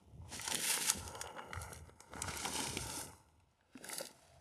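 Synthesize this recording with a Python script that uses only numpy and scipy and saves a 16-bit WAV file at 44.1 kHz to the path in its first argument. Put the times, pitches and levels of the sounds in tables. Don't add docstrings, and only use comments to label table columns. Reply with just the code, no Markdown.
import sys
import numpy as np
from scipy import signal
from scipy.fft import rfft, irfft, next_fast_len
from scipy.io import wavfile
from scipy.ndimage import map_coordinates

SR = 44100
rng = np.random.default_rng(int(sys.argv[2]) if len(sys.argv) > 2 else 0)


def pcm_store(signal):
    levels = np.round(np.clip(np.atleast_2d(signal), -1, 1) * 32767)
    wavfile.write(sys.argv[1], SR, levels.astype(np.int16).T)


def ratio(d):
    e = np.asarray(d, float) / 20
    return 10 ** e


N = 194436


def unit(x):
    return x / np.sqrt(np.mean(x ** 2) + 1e-20)


def along(points, hz):
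    f, value = np.transpose(points)
    return np.interp(np.log(hz + 1), np.log(f + 1), value)


def curves(rows):
    s, *columns = np.transpose(rows)
    return [np.interp(np.arange(N) / SR, s, column) for column in columns]


def wobble(rate_hz):
    knots = rng.standard_normal(int(N * rate_hz / SR) + 4)
    return map_coordinates(knots, [np.arange(N) * rate_hz / SR])


def filtered(x, response):
    m = next_fast_len(N + 8192)
    return irfft(rfft(x, m) * response(np.fft.rfftfreq(m, 1 / SR)), m)[..., :N]


def shaped(x, points):
    return unit(filtered(x, lambda hz: ratio(along(points, hz))))


def modes(table):
    def response(f):
        return sum((-1) ** k * ratio(db) * 1j * f * width / (centre * centre - f * f + 1j * f * width)
                   for k, (centre, width, db) in enumerate(table))
    return response


def grit(rate_hz, spread_db, smooth, clump_db):
    sizes = (rng.random(N) < rate_hz / SR) * ratio(2 * spread_db * rng.exponential(size=N))
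    decay = np.exp(-np.arange(400) / SR / 0.00067)
    power = signal.fftconvolve(sizes, decay)[:N]
    share = np.clip(smooth, 0, 1)
    envelope = np.sqrt(share + (1 - share) * abs(power) / power.mean())
    clumps = ratio(clump_db * (wobble(24.53) + 0.81 * wobble(90)))
    return unit(envelope * rng.standard_normal(N) * clumps)


def small(level_db, lo_hz, hi_hz, t60_ms, count, spread_db=2):
    when, size, pitch = rng.random((count, 3)).T
    db = level_db[(when * N).astype(int)] - spread_db * np.log(1 - size)
    hz = lo_hz * (hi_hz / lo_hz) ** pitch
    return [(s, d, f, t60_ms) for s, d, f in zip(when * N / SR, db, hz)]


def bursts(events, response, rise_ms, gain_db):
    out, t = np.zeros(N + 2048), np.arange(2048) / SR
    f = np.fft.rfftfreq(2048, 1 / SR)
    for s, db, hz, t60_ms in events:
        rise = 1 - np.exp(-(1000 * t / rise_ms) ** 2)
        shape = rise * ratio(-60000 * t / max(t60_ms, 2))
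        burst = irfft(rfft(shape * rng.standard_normal(2048)) * response(f, hz))
        out[round(s * SR):][:2048] += ratio(db + gain_db) * burst / abs(burst).max()
    return out[:N]


# (f/Hz, relative level/dB per Hz)
AIR_SPECTRUM = [(25, 8), (60, 3.5), (200, -10.5), (500, -25), (900, -10), (1600, -27.5), (3000, -20),
                (8000, -43), (12000, -34), (16000, -20)]


def still_air():
    level_db = -76.5
    return ratio(level_db) * shaped(rng.standard_normal(N), AIR_SPECTRUM)


# (f/Hz, t60/s)
ROOM_DECAY = [(200, 0.14), (2000, 0.34), (10000, .12)]


def room(x):
    hz, t, z = signal.stft(rng.standard_normal(SR // 2), SR, nperseg=256)
    decay = ratio(-60 * t / along(ROOM_DECAY, hz)[:, None])
    tail = signal.istft(z * decay, SR, nperseg=256)[1]
    delayed = np.pad(x, (300, 0))
    return signal.fftconvolve(delayed, tail / np.linalg.norm(tail))[:N]


# (start t/s, end t/s, delay/ms, signed share)
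SURFACES = [(0, .3, .311, .39), (0, .3, .379, .3), (.3, 1.1, .325, .14), (.3, .62, .79, -.22),
            (.3, .62, 1.77, -.16), (.45, 1.1, 1.63, -.13), (.9, 1.1, .63, .17), (1.1, 1.5, .325, .4),
            (1.1, 1.5, .525, -.24), (1.1, 1.5, .6, .25), (1.1, 1.85, .812, -.3), (1.1, 2.45, 1.14, -.24),
            (1.1, 1.5, 1.555, -.2), (1.5, 1.85, .885, .2), (1.5, 1.85, 1.285, -.25), (1.5, 1.85, 1.38, .33),
            (1.5, 1.85, 1.445, .22), (1.85, 2.1, .6, .3), (1.85, 2.1, .68, -.3), (1.7, 2.45, 1.615, -.25),
            (2.1, 2.45, 1.395, .22), (2.1, 2.75, 1.485, -.28), (2.1, 2.45, 1.55, .2),
            (2.45, 3.1, 1.345, .15), (2.45, 3.5, .335, .2), (2.75, 3.1, 1.01, -.22),
            (2.75, 3.1, 1.265, -.18), (2.75, 3.5, 1.638, -.22), (2.85, 3.1, 2.793, -.2),
            (3.1, 3.5, .665, -.22), (3.1, 3.5, .75, .22), (3.6, 4.1, .378, .24), (3.6, 3.88, 1.73, -.24),
            (3.6, 3.88, 1.82, .32), (3.6, 4.1, .95, -.4), (3.88, 4.1, .886, -.35), (3.7, 4.1, .575, .26),
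            (3.88, 4.1, .712, -.36), (3.88, 4.1, 1.07, .3), (3.88, 4.1, 1.185, -.28),
            (3.88, 4.5, 1.515, .24), (3.88, 4.5, 1.62, -.2), (4.1, 4.5, 1.425, -.18)]


def nearby(x):
    turn_s, fold_s, fold_share = 0.087, 0.84, 0.076
    when, far, sign = rng.random((14, 3)).T
    middle_s = when * N / SR
    delay_ms = 2.0 + 2.0 * far
    folds = np.transpose([middle_s - fold_s / 2, middle_s + fold_s / 2,
                          delay_ms, fold_share * np.sign(sign - .5)])
    rows = np.vstack([SURFACES, folds])
    copies = filtered(x, lambda hz: np.exp(-2j * np.pi * np.outer(rows[:, 2], hz) / 1000))
    t, out, power = np.arange(N) / SR, x.copy(), np.ones(N)
    for (start, end, _, share), copy in zip(rows, copies):
        gain = share * np.clip(np.minimum(t - start, end - t) / turn_s + .5, 0, 1)
        out += gain * copy
        power += gain ** 2
    return out / np.sqrt(power)


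# (f/Hz, width/Hz, level/dB)
RIM_MODES = [(130.4, 10, -2), (685, 72, -2.5)]
# (t/s, level/dB)
RUB_LEVEL = [(4.08, -88), (4.16, -73), (4.25, -67.5), (4.41, -68)]


def rest():
    rub = filtered(rng.standard_normal(N), modes(RIM_MODES))
    rub = filtered(rub, modes([(300, 780, 0)]))
    return ratio(curves(RUB_LEVEL)[0]) * unit(rub)


# (f/Hz, width/Hz, level/dB)
BAG_MODES = [(83.1, 23, -1.5), (60, 81, -8.5), (120, 63, -7)]
# (f/Hz, relative level/dB per Hz)
SOIL_SPECTRUM = [(100, -12), (160, 2.5), (280, 0.5), (450, -3), (700, -6.5), (1200, -27)]
# (t/s, boom level/dB, shifting soil level/dB)
LOAD_LEVELS = [(0, -77.5, -72.5), (.18, -51.5, -70), (.27, -56, -73.5), (.36, -53.5, -52.5),
               (.45, -58, -71), (.53, -61, -48.5), (.7, -92, -57.5), (.87, -74, -59), (.99, -47, -54),
               (1.1, -54, -61), (1.28, -58.5, -65.5), (1.37, -78, -58), (1.52, -59.5, -57),
               (1.57, -43, -58.5), (1.66, -51.5, -70), (1.73, -54, -51.5), (1.82, -52.5, -64.5),
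               (2.04, -73.5, -77.5), (2.14, -57, -55.5), (2.25, -47.5, -54.5), (2.32, -53.5, -56),
               (2.47, -57.5, -50), (2.64, -62.5, -50.5), (2.7, -41.5, -54.5), (2.77, -57, -50.5),
               (2.81, -43.5, -57.5), (2.9, -52, -51.5), (2.94, -59, -54.5), (3.1, -55.5, -62.5),
               (3.16, -66.5, -72.5), (3.45, -72.5, -83), (3.57, -83.5, -83.5), (3.73, -78, -83),
               (3.77, -61.5, -65), (3.84, -75.5, -60), (4.03, -71, -59.5), (4.15, -78, -72.5),
               (4.41, -62.5, -99)]


def load():
    boom_db, soil_db = curves(LOAD_LEVELS)
    boom = filtered(rng.standard_normal(N), modes(BAG_MODES))
    boom = unit(filtered(boom, modes([(85, 51, 0)])))
    soil = shaped(grit(190, 2.8, 0.42, 0.64), SOIL_SPECTRUM)
    return ratio(boom_db) * boom + ratio(soil_db) * soil


# (t/s, relative level/dB, f/Hz, t60/ms)
LUMPS = [(0.951, -31.5, 204, 50), (2.287, -27, 150, 38), (2.446, -29, 798, 60), (2.601, -26.5, 256, 44),
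         (2.972, -28.5, 297, 39), (3.751, -34, 258, 63), (4.007, -18, 544, 23.4)]


def thuds():
    out, t = np.zeros(N + SR), np.arange(SR // 5) / SR
    for s, db, hz, t60_ms in LUMPS:
        decay = ratio(db - 1.0 - 60000 * t / t60_ms)
        onset = 1 - np.exp(-t / 0.006)
        out[round(s * SR):][:len(t)] += decay * onset * np.sin(2 * np.pi * hz * t)
    return out[:N]


# (t/s, relative hiss level/dB, relative rasp level/dB)
STROKE_LEVELS = [(0, -85, -67.5), (.186, -91.5, -76.5), (.265, -77.5, -61.5), (.333, -50, -56),
                 (.4, -53, -59.5), (.513, -44, -44), (.575, -52.5, -66), (.641, -42, -51.5),
                 (.712, -40, -44), (.826, -47, -52.5), (.894, -37.5, -45.5), (.95, -49.5, -56.5),
                 (1.11, -58, -48), (1.19, -61, -48), (1.22, -59.5, -48.5), (1.269, -62.5, -43.5),
                 (1.339, -74.5, -55.5), (1.391, -69, -43), (1.511, -79, -54.5), (1.544, -64.5, -52),
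                 (1.63, -57.5, -48.5), (1.688, -64, -51.5), (1.765, -59.5, -58), (1.83, -78, -64.5),
                 (1.892, -71, -60.5), (1.95, -83, -70), (1.99, -79, -63.5), (2.013, -66, -59),
                 (2.103, -80, -63.5), (2.131, -68.5, -51.5), (2.225, -56.5, -45.5), (2.303, -52, -44),
                 (2.411, -51.5, -48.5), (2.46, -45, -39.5), (2.526, -44.5, -49), (2.614, -43.5, -43.5),
                 (2.75, -51, -52.5), (2.965, -48, -46), (3.045, -54, -52), (3.105, -63, -59),
                 (3.257, -83, -71.5), (3.488, -93, -82.5), (3.706, -90.5, -71.5), (3.736, -85, -69.5),
                 (3.807, -81, -68), (3.839, -63, -56.5), (3.933, -51, -47.5), (3.979, -50, -57),
                 (4.005, -49, -49.5), (4.061, -63, -60.5), (4.143, -72.5, -70), (4.41, -81, -76)]


def stroke():
    return curves(STROKE_LEVELS)


# (f/Hz, width/Hz, level/dB)
SHELL_MODES = [(495, 100, -7), (884, 110, 3), (1380, 110, 1.5), (2065, 220, -9), (2900, 57, -9)]


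def shell(f):
    return modes(SHELL_MODES)(f)


# (t/s, relative level/dB, strongest f/Hz)
TAPS = [(0.313, -47, 850), (0.334, -38.5, 805), (0.395, -31.5, 2140), (0.478, -31, 920),
        (0.545, -29.5, 1900), (0.775, -26.5, 1650), (0.9, -26.5, 1520), (1.082, -49, 860),
        (1.153, -33, 980), (1.214, -28.5, 1420), (1.258, -38, 820), (1.368, -36, 1290),
        (1.383, -32.5, 1300), (1.393, -27.5, 1300), (1.532, -27, 1400), (1.559, -31, 1290),
        (1.573, -34.5, 1320), (1.72, -35.5, 985), (1.894, -42, 920), (2.006, -46.5, 931),
        (2.135, -34.5, 900), (2.166, -34, 920), (2.193, -31.5, 915), (2.242, -31.5, 1380), (2.28, -30, 870),
        (2.337, -34.5, 1990), (2.457, -28, 900), (2.602, -38, 1020), (2.722, -42.5, 820),
        (2.77, -33.5, 2470), (3.011, -36, 1480), (3.133, -45, 1036), (3.609, -57.5, 919),
        (3.752, -44.5, 950), (3.775, -43, 2170), (3.846, -38, 1610), (3.898, -32, 2050),
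        (3.926, -32.5, 1430), (3.998, -35.5, 1430)]


def knocks():
    t60_ms = 11.5
    taps = [(*tap, t60_ms) for tap in TAPS]
    taps += small(stroke()[1] - 4, 710, 2400, t60_ms, count=60)

    def response(f, hz):
        soft = 1 / (1 + 1j * f / 3400.0) ** 2
        return (modes([(hz, 350, 0)])(f) + 0.37 * shell(f)) * soft
    return bursts(taps, response, rise_ms=0.42, gain_db=-2.1)


# (t/s, lift/dB)
UPPER_LIFT = [(0, -5.5), (.5, -10), (1.1, -1.5), (1.45, 1.5), (1.8, 3), (2.0, -2.5), (2.3, 6), (2.7, 2.5),
              (2.95, 3.5), (3.06, 6), (3.3, -0.5), (3.7, 0.5), (3.9, 5.5), (4.1, 6.5), (4.41, 1)]


def rasp():
    grains = grit(400, 2.05, 0.51, 1.15)
    ring = unit(filtered(grains, lambda hz: shell(hz) / (1 + 1j * hz / 1600.0)))
    upper = filtered(ring, lambda hz: hz ** 8 / (hz ** 8 + 1820.0 ** 8))
    lifted = ring + (ratio(curves(UPPER_LIFT)[0]) - 1) * upper
    return ratio(stroke()[1] - 3.5) * lifted


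# (t/s, relative level/dB, centre f/Hz, t60/ms)
CREASES = [(0.4768, -20.5, 5600, 21), (0.5106, -21.5, 5760, 15), (0.5196, -20.5, 2980, 17),
           (0.5457, -16, 9400, 12.5), (0.5533, -16, 3330, 16), (0.8741, -22.5, 6000, 28),
           (0.9001, -6.5, 6440, 8.1), (1.0778, -26.5, 6300, 4.2), (1.151, -33.5, 5430, 9.3),
           (1.2123, -22, 6250, 35), (1.272, -34.5, 2900, 9.3), (1.5322, -30, 2780, 17),
           (1.616, -28, 10000, 15), (1.7295, -26, 9900, 17), (1.887, -56, 2800, 12.5),
           (2.0039, -34, 6750, 13.5), (2.134, -58.5, 2850, 12.5), (2.1505, -49, 2790, 12.5),
           (2.166, -52, 2960, 12.5), (2.2187, -19.5, 7700, 16), (2.3366, -32, 2810, 15),
           (2.4503, -22.5, 2770, 29), (2.562, -22, 2940, 18), (2.6022, -22.5, 3020, 9.1),
           (2.6694, -25, 2720, 12.5), (2.7708, -19, 3620, 12.5), (2.9704, -30, 7610, 10),
           (3.0474, -37, 9000, 12.5), (3.2857, -58, 2560, 12.5), (3.3997, -58.5, 2730, 12.5),
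           (3.7737, -43, 5270, 16), (3.8437, -29, 10500, 6), (3.8892, -25.5, 10700, 12.5),
           (3.9309, -21.5, 8800, 17), (3.982, -19.5, 10000, 20), (4.0144, -29, 4850, 12.5),
           (4.0527, -31, 5760, 11), (4.0687, -29, 7100, 8.9)]


def snaps():
    creases = list(CREASES) + small(stroke()[0] + 16, 2700, 12000, t60_ms=12, count=90)

    def response(f, hz):
        return modes([(hz, .5 * hz, 0)])(f) + 0.23 * modes([(6000, 9000, 0)])(f)
    return bursts(creases, response, rise_ms=0.85, gain_db=-4)


# (f/Hz, relative level/dB per Hz)
FILM_SPECTRUM = [(900, -33.5), (1500, -5.5), (2200, -6), (3500, -5.5), (5000, -1.5), (7000, -2.5),
                 (10000, -1.5), (12500, -10.5), (16000, -13)]
# (t/s, relative level of low part/dB, top-end lift/dB)
HISS_COLOUR = [(0, -3, 5), (.4, -5, -24), (.52, -3.5, 9.5), (.7, -4, 18.5), (1.15, -6, -6),
               (1.45, -8.5, -19), (1.62, -5.5, 12), (1.76, -10.5, 12), (2.0, -9, 1), (2.1, -4.5, 1),
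               (2.2, -7.5, -32), (2.31, -3, -11), (2.44, -5.5, -10.5), (2.6, -5, -26), (3, -6, 13.5),
               (3.1, -8, 6), (3.25, -5.5, 11), (3.5, -2.5, 4), (3.75, 1.5, 14), (3.9, -6.5, 15.5),
               (4.4, -2, 7)]


def hiss():
    low_db, top_db = curves(HISS_COLOUR)
    rush = shaped(grit(1500, 1.9, 0.55, 1.4), FILM_SPECTRUM)
    top = filtered(rush, lambda hz: hz ** 4 / (hz ** 4 + 15840.0 ** 4))
    low = filtered(rush, lambda hz: 5860.0 ** 4 / (hz ** 4 + 3650.0 ** 4))
    tilted = rush + (ratio(top_db) - 1) * top + (ratio(low_db + 5.5) - 1) * low
    return ratio(stroke()[0] + 1.5) * tilted


def scene():
    hand = nearby(hiss() + rasp() + snaps() + knocks() + load()) + thuds() + rest()
    return (hand + ratio(-18) * room(hand) + still_air())[None]


def roll_off(x):
    return signal.sosfilt(signal.butter(12, 16650, fs=SR, output="sos"), x)


def record(dry):
    lows = signal.butter(2, 55, "high", fs=SR, output="sos")
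    tops = signal.butter(6, 12000, fs=SR, output="sos")
    mix = signal.sosfilt(np.vstack([lows, tops]), dry)
    return roll_off(mix)


dry = scene()
out = record(dry)
pcm_store(out)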